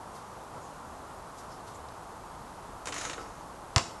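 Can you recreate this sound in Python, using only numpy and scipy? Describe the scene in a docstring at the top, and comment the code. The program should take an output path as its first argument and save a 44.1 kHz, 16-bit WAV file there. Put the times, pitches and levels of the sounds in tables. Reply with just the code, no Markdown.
"""A basketball drops through a hoop in a quiet backyard. Distant traffic and leaf hiss run throughout; a deep
rumble slowly builds, a low hum swells twice and faint rustles and high wisps come and go around the yard. At
2.85 s the ball drags through the net, whose cords snap taut and shake the rim. At 3.76 s it lands on hard
ground with a slap, a thump and a ring of the air inside, echoed by the house and fence."""
import sys
import numpy as np
from scipy import signal
from scipy.fft import rfft, irfft
from scipy.io import wavfile

SR = 44100
rng = np.random.default_rng(int(sys.argv[2]) if len(sys.argv) > 2 else 0)


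def master_out(mix):
    """Clip the mix to full scale and print it as 16-bit PCM to the path in sys.argv[1]."""
    frames = np.transpose(np.atleast_2d(mix))
    ceiling = np.clip(frames, -1, 1)
    pcm = np.round(ceiling * 32767).astype(np.int16)
    wavfile.write(sys.argv[1], SR, pcm)


N = 176400
TIME = np.arange(N) / SR
LAND_S = 3.7617


def from_db(db):
    """Decibels to gain."""
    return 10 ** (np.asarray(db) / 20)


def rms_one(x):
    """Scale to an rms of one."""
    return x / np.sqrt(np.mean(x ** 2) + 1e-20)


def colour(x, points):
    """Minimum-phase EQ through (f/Hz, relative level/dB) points; keeps the power of white noise."""
    hz, db = np.transpose(points)
    bins = np.linspace(1, SR / 2, N + 1)
    roll_off_db = 60 * (2 * bins / SR) ** 8
    gain = rms_one(from_db(np.interp(np.log(bins), np.log(hz), db) - roll_off_db))
    cepstrum = irfft(np.log(gain))
    cepstrum[1:N] *= 2
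    cepstrum[N + 1:] = 0
    return irfft(rfft(x, 2 * N) * np.exp(rfft(cepstrum)))[:N]


def cut(x, hz, kind):
    """Second-order low- or high-pass."""
    return signal.sosfilt(signal.butter(2, hz, kind, fs=SR, output="sos"), x + 1e-18)


def burst(start, rise, t60):
    """Envelope: a straight attack, then an exponential decay."""
    age = TIME - start
    return np.clip(age / rise, 0, 1) * from_db(-60 * np.maximum(age - rise, 0) / t60)


def fader(points, outside_db=None):
    """Gain ridden through (t/s, level/dB) points."""
    return from_db(np.interp(TIME, *np.transpose(points), left=outside_db, right=outside_db))


def delay(x, s):
    """The same sound, s seconds later."""
    return np.concatenate([np.zeros(int(s * SR)), x])[:N]


def click(s):
    """A unit impulse at time s."""
    return delay(signal.unit_impulse(N), s)


def ring(x, hz, t60):
    """One mode: a unit click sets a sine of height one ringing."""
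    radius, angle = from_db(-60 / (t60 * SR)), 2 * np.pi * hz / SR
    return signal.lfilter([0, np.sin(angle)], [1, -2 * radius * np.cos(angle), radius ** 2], x + 1e-18)


def traffic_and_leaves():
    """A bed of far traffic and leaf hiss whose lows and mids swell briefly."""
    # EQ of the bed: f/Hz, level/dB
    bed_eq = [(12, -27), (20, -23), (40, -10.5), (80, -6.5), (160, -4), (283, -6.5), (390, -6.5), (568, -5),
              (720, -3), (860, -.5), (1140, -3), (1400, -8.5), (1750, -16.5), (2280, -22.5), (3000, -24),
              (5000, -25.5), (7000, -25), (9000, -27), (12000, -28.5)]
    # swell of the far rush: t/s, level/dB
    swell = [(.5, 0), (.56, 3.5), (.63, 0), (1.6, .3), (2.2, -.7), (2.8, -.3)]
    bed = from_db(-45) * colour(rng.standard_normal(N), bed_eq)
    far_rush = signal.sosfiltfilt(signal.butter(2, 1700, fs=SR, output="sos"), bed)
    return bed + (fader(swell) - 1) * far_rush


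def rumble():
    """Deep noise that slowly builds under the bed."""
    # the build: t/s, level/dB
    build = [(0, -63.5), (1.2, -60), (2.2, -57.5), (2.7, -55.5), (4, -57)]
    # bass-heavy EQ: f/Hz, level/dB
    rumble_eq = [(12, -22), (25, -7), (38, -2), (55, -3), (120, -8), (200, -24.5), (600, -73)]
    return fader(build) * colour(rng.standard_normal(N), rumble_eq)


def hum(hz=73):
    """A low tone that swells twice."""
    # swells: t/s, level/dB
    swells = [(.85, -52), (1.72, -49.5)]
    envelope = sum(from_db(db) * burst(s, rise=0.11, t60=0.86) for s, db in swells)
    return envelope * np.sin(2 * np.pi * hz * TIME)


def rustles():
    """Short, soft, high rubs and wisps here and there around the yard."""
    # rubs, wisps and ticks: t/s, level/dB, attack/s, t60/s, centre/Hz, half-width/octaves
    rubs = [(.13, -54, 0.033, 0.27, 4470, .9), (.59, -60, 0.037, 0.72, 6700, 0.073),
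            (1.36, -52.5, 0.028, 0.24, 5500, 0.46), (1.48, -57, 0.046, 0.26, 5100, .14),
            (1.66, -53, 0.019, 0.27, 4400, .8), (1.74, -54, 0.014, .12, 7160, .15),
            (1.886, -48.5, 0.001, 0.019, 4600, 0.36), (3.19, -54.5, 0.028, .25, 5300, 0.12)]
    out = np.zeros(N)
    for s, db, rise, t60, hz, octaves in rubs:
        edges = [hz / 2 ** octaves, hz * 2 ** octaves]
        rub = signal.sosfilt(signal.butter(1, edges, "band", fs=SR, output="sos"), rng.standard_normal(N))
        out += from_db(db) * burst(s, rise, t60) * rms_one(rub)
    return out


def yard_reverb(x):
    """A short diffuse tail scattered by fence, deck and trees."""
    # EQ of the tail: f/Hz, level/dB
    tail_eq = [(60, -12), (250, 7), (500, 3.5), (900, -5.5), (1600, -3.5), (3000, -0.5), (5000, -1.5),
               (7500, 2), (10000, 4.5), (12000, -1)]
    tail = colour(rng.standard_normal(N), tail_eq) * burst(0, rise=0.014, t60=0.47)
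    return from_db(-8.5) * signal.fftconvolve(x, tail / np.sqrt(np.sum(tail ** 2)))[:N]


def wall_echoes(x):
    """Early reflections off house wall and fence, thin in the bass."""
    # reflections: delay/s, level/dB, low-pass/Hz
    taps = [(0.0193, -5, 15000), (.0328, -12, 1700), (0.0364, -18.5, 12000)]
    thin = cut(x, 450, "high")
    return sum(from_db(db) * delay(cut(thin, top_hz, "low"), s) for s, db, top_hz in taps)


def fibres(slips_per_s=6000, spread_db=2):
    """Cord texture: dense tiny slips of uneven size, at an rms of one."""
    sizes = from_db(spread_db * np.minimum(rng.exponential(1, N), 4))
    signs = rng.choice([-1, 1], N)
    return rms_one(sizes * signs * (rng.random(N) < slips_per_s / SR))


def cord_friction():
    """The ball slides along the cords of the net."""
    # envelope of the drag: t/s, level/dB
    drag = [(2.85, -80), (2.862, -59), (2.888, -50), (2.91, -62), (2.935, -50), (2.95, -41.5), (3.01, -42),
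            (3.08, -43), (3.12, -52.5), (3.15, -73), (3.25, -63), (3.42, -62)]
    # EQ of the rubbing: f/Hz, level/dB
    drag_eq = [(150, -7), (450, -1), (1000, 0), (2200, 0.5), (3500, -8), (3750, -3), (4100, -4), (4600, -9),
               (6000, 0), (6900, 2.5), (8000, -16), (10000, -10.5), (12000, -27)]
    return fader(drag, outside_db=-200) * colour(fibres(), drag_eq)


def rim(pull):
    """The rim rings as the cords pull on it."""
    # rim modes: f/Hz, relative level/dB, t60/s
    modes = [(238.5, -32, 1.1), (294.2, -30, 0.72), (463, -32, .3), (498, -33, 0.4), (1083, -19, 0.22),
             (1305, -15.5, .28), (1410, -22, 0.081), (1485, -21, .13), (2150, -17, .05), (3770, -14, .04)]
    return sum(from_db(db) * ring(pull, hz, t60) for hz, db, t60 in modes)


def cord_snaps(t60=0.063, crossover_hz=2500):
    """Cords snap taut round the ball one after another, and each tug shakes the rim."""
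    # tugs: t/s, level/dB, treble gain/dB, low-pass/Hz, pull on the rim/dB
    tugs = [(2.8563, -38.5, 2.5, 11300, -41), (2.8713, -31.5, -6.5, 11000, -34),
            (2.883, -34.5, -4.5, 11000, -43), (2.9232, -32.5, 3, 5000, -42), (2.9405, -43, 8.5, 10000, -34),
            (2.962, -34, -9, 6000, -43), (2.979, -43.5, 11, 10000, -44), (3.012, -35.5, 2, 9000, -40),
            (3.05, -33.5, 3.5, 5900, -29), (3.0959, -32, 1.5, 4950, -36), (3.111, -43, -2, 9000, -48),
            (3.1313, -35.5, 2.5, 4930, -33), (3.180, -30, -20, 1700, -31), (3.21, -40, -8, 2200, -35),
            (3.256, -37, -14, 1600, -41.5)]
    # EQ of a snap: f/Hz, level/dB
    snap_eq = [(100, -25), (300, -2.5), (700, -0.5), (1350, -0.5), (1800, -2), (2200, -6), (3300, -7.5),
               (3800, -7.5), (4700, -10), (6800, -1), (9000, -7.5), (12000, -17)]
    snap, jerk = colour(fibres(), snap_eq), fibres()
    body, treble = cut(snap, crossover_hz, "low"), cut(snap, crossover_hz, "high")
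    snaps, pull = np.zeros((2, N))
    for s, db, treble_db, top_hz, pull_db in tugs:
        envelope = burst(s, rise=0.00077, t60=t60)
        snaps += from_db(db) * envelope * cut(body - from_db(treble_db) * treble, top_hz, "low")
        pull += from_db(pull_db) * envelope * cut(jerk, top_hz, "low")
    build_up = np.sqrt(t60 * SR / 20)  # roughly how much a mode gathers over one tug
    return snaps + rim(pull) / build_up


def ball_thump(hz=99, rise_s=0.0027, hold_s=0.0064, t60=0.028):
    """The squashed ball shrinks and swells for a low cycle or two, then settles fast."""
    age = TIME - LAND_S - 0.0013  # just behind the slap
    attack = np.clip(age / rise_s, 0, 1)
    decay = from_db(-60 * np.maximum(age - rise_s - hold_s, 0) / t60)
    return -from_db(-16.5) * attack * decay * np.sin(2 * np.pi * hz * age)


def ball_landing(knock_top_hz=1270):
    """The shell slaps the gritty ground, flexes, and sets the air inside ringing."""
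    # EQ of the bright slap: f/Hz, level/dB
    slap_eq = [(60, -10), (400, -6), (1000, -2), (2000, 2.5), (3300, -3), (4500, 5.5), (5500, 8),
               (6200, -2), (7000, 3.5), (8200, -8), (9000, -24), (12000, -21)]
    # EQ of the grit: f/Hz, level/dB
    grit_eq = [(100, -16), (320, -1), (500, -12), (900, 12.5), (1700, 0), (2600, 1.5), (3500, -4),
               (5000, -8), (7000, -1.5), (9000, -11.5), (12000, -25)]
    # dull knocks as the shell flattens and springs back: t/s after landing, relative level/dB
    flexes = [(.004, -13), (.005, -11.5), (.013, -4), (.014, -18)]
    # modes of the air inside the ball: f/Hz, level/dB, t60/s
    air_modes = [(696, -28, 0.14), (892, -30.5, 0.087), (955, -38, 0.13), (990, -34, 0.094),
                 (1086.6, -27, 0.093), (1480, -32, 0.13), (1547, -41, 0.15), (1695, -48, 0.06),
                 (2130, -46, 0.13), (2380, -48, .15), (2598, -54, .15), (2790, -36, 0.083),
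                 (4570, -48, 0.13), (4930, -47, .14)]
    hit = click(LAND_S)
    slap = from_db(3.5) * colour(hit, slap_eq)
    grit = from_db(-17) * burst(LAND_S, rise=1 / SR, t60=0.034) * colour(rng.standard_normal(N), grit_eq)
    flex = sum(from_db(db) * click(LAND_S + s) for s, db in flexes)
    knocks = -cut(flex, knock_top_hz, "low") * np.sqrt(SR / (2 * knock_top_hz))  # with make-up gain
    cavity = sum((-1) ** k * from_db(db) * ring(hit, hz, t60) for k, (hz, db, t60) in enumerate(air_modes))
    return slap + grit + knocks + cavity


def scene():
    """Mono mix of rustles, swish and landing over the ambience of the yard."""
    swish = cord_snaps() + cord_friction()
    landing, thump = ball_landing(), ball_thump()
    space = wall_echoes(landing) + yard_reverb(swish + landing + from_db(-9.5) * thump)
    action = rustles() + swish + landing + thump
    ambience = traffic_and_leaves() + rumble() + hum()
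    return (ambience + action + space)[None]


def record(dry):
    """A steep low-pass takes off the very top."""
    return signal.sosfilt(signal.ellip(12, .1, 80, 11850, fs=SR, output="sos"), dry)


dry = scene()
out = record(dry)
master_out(out)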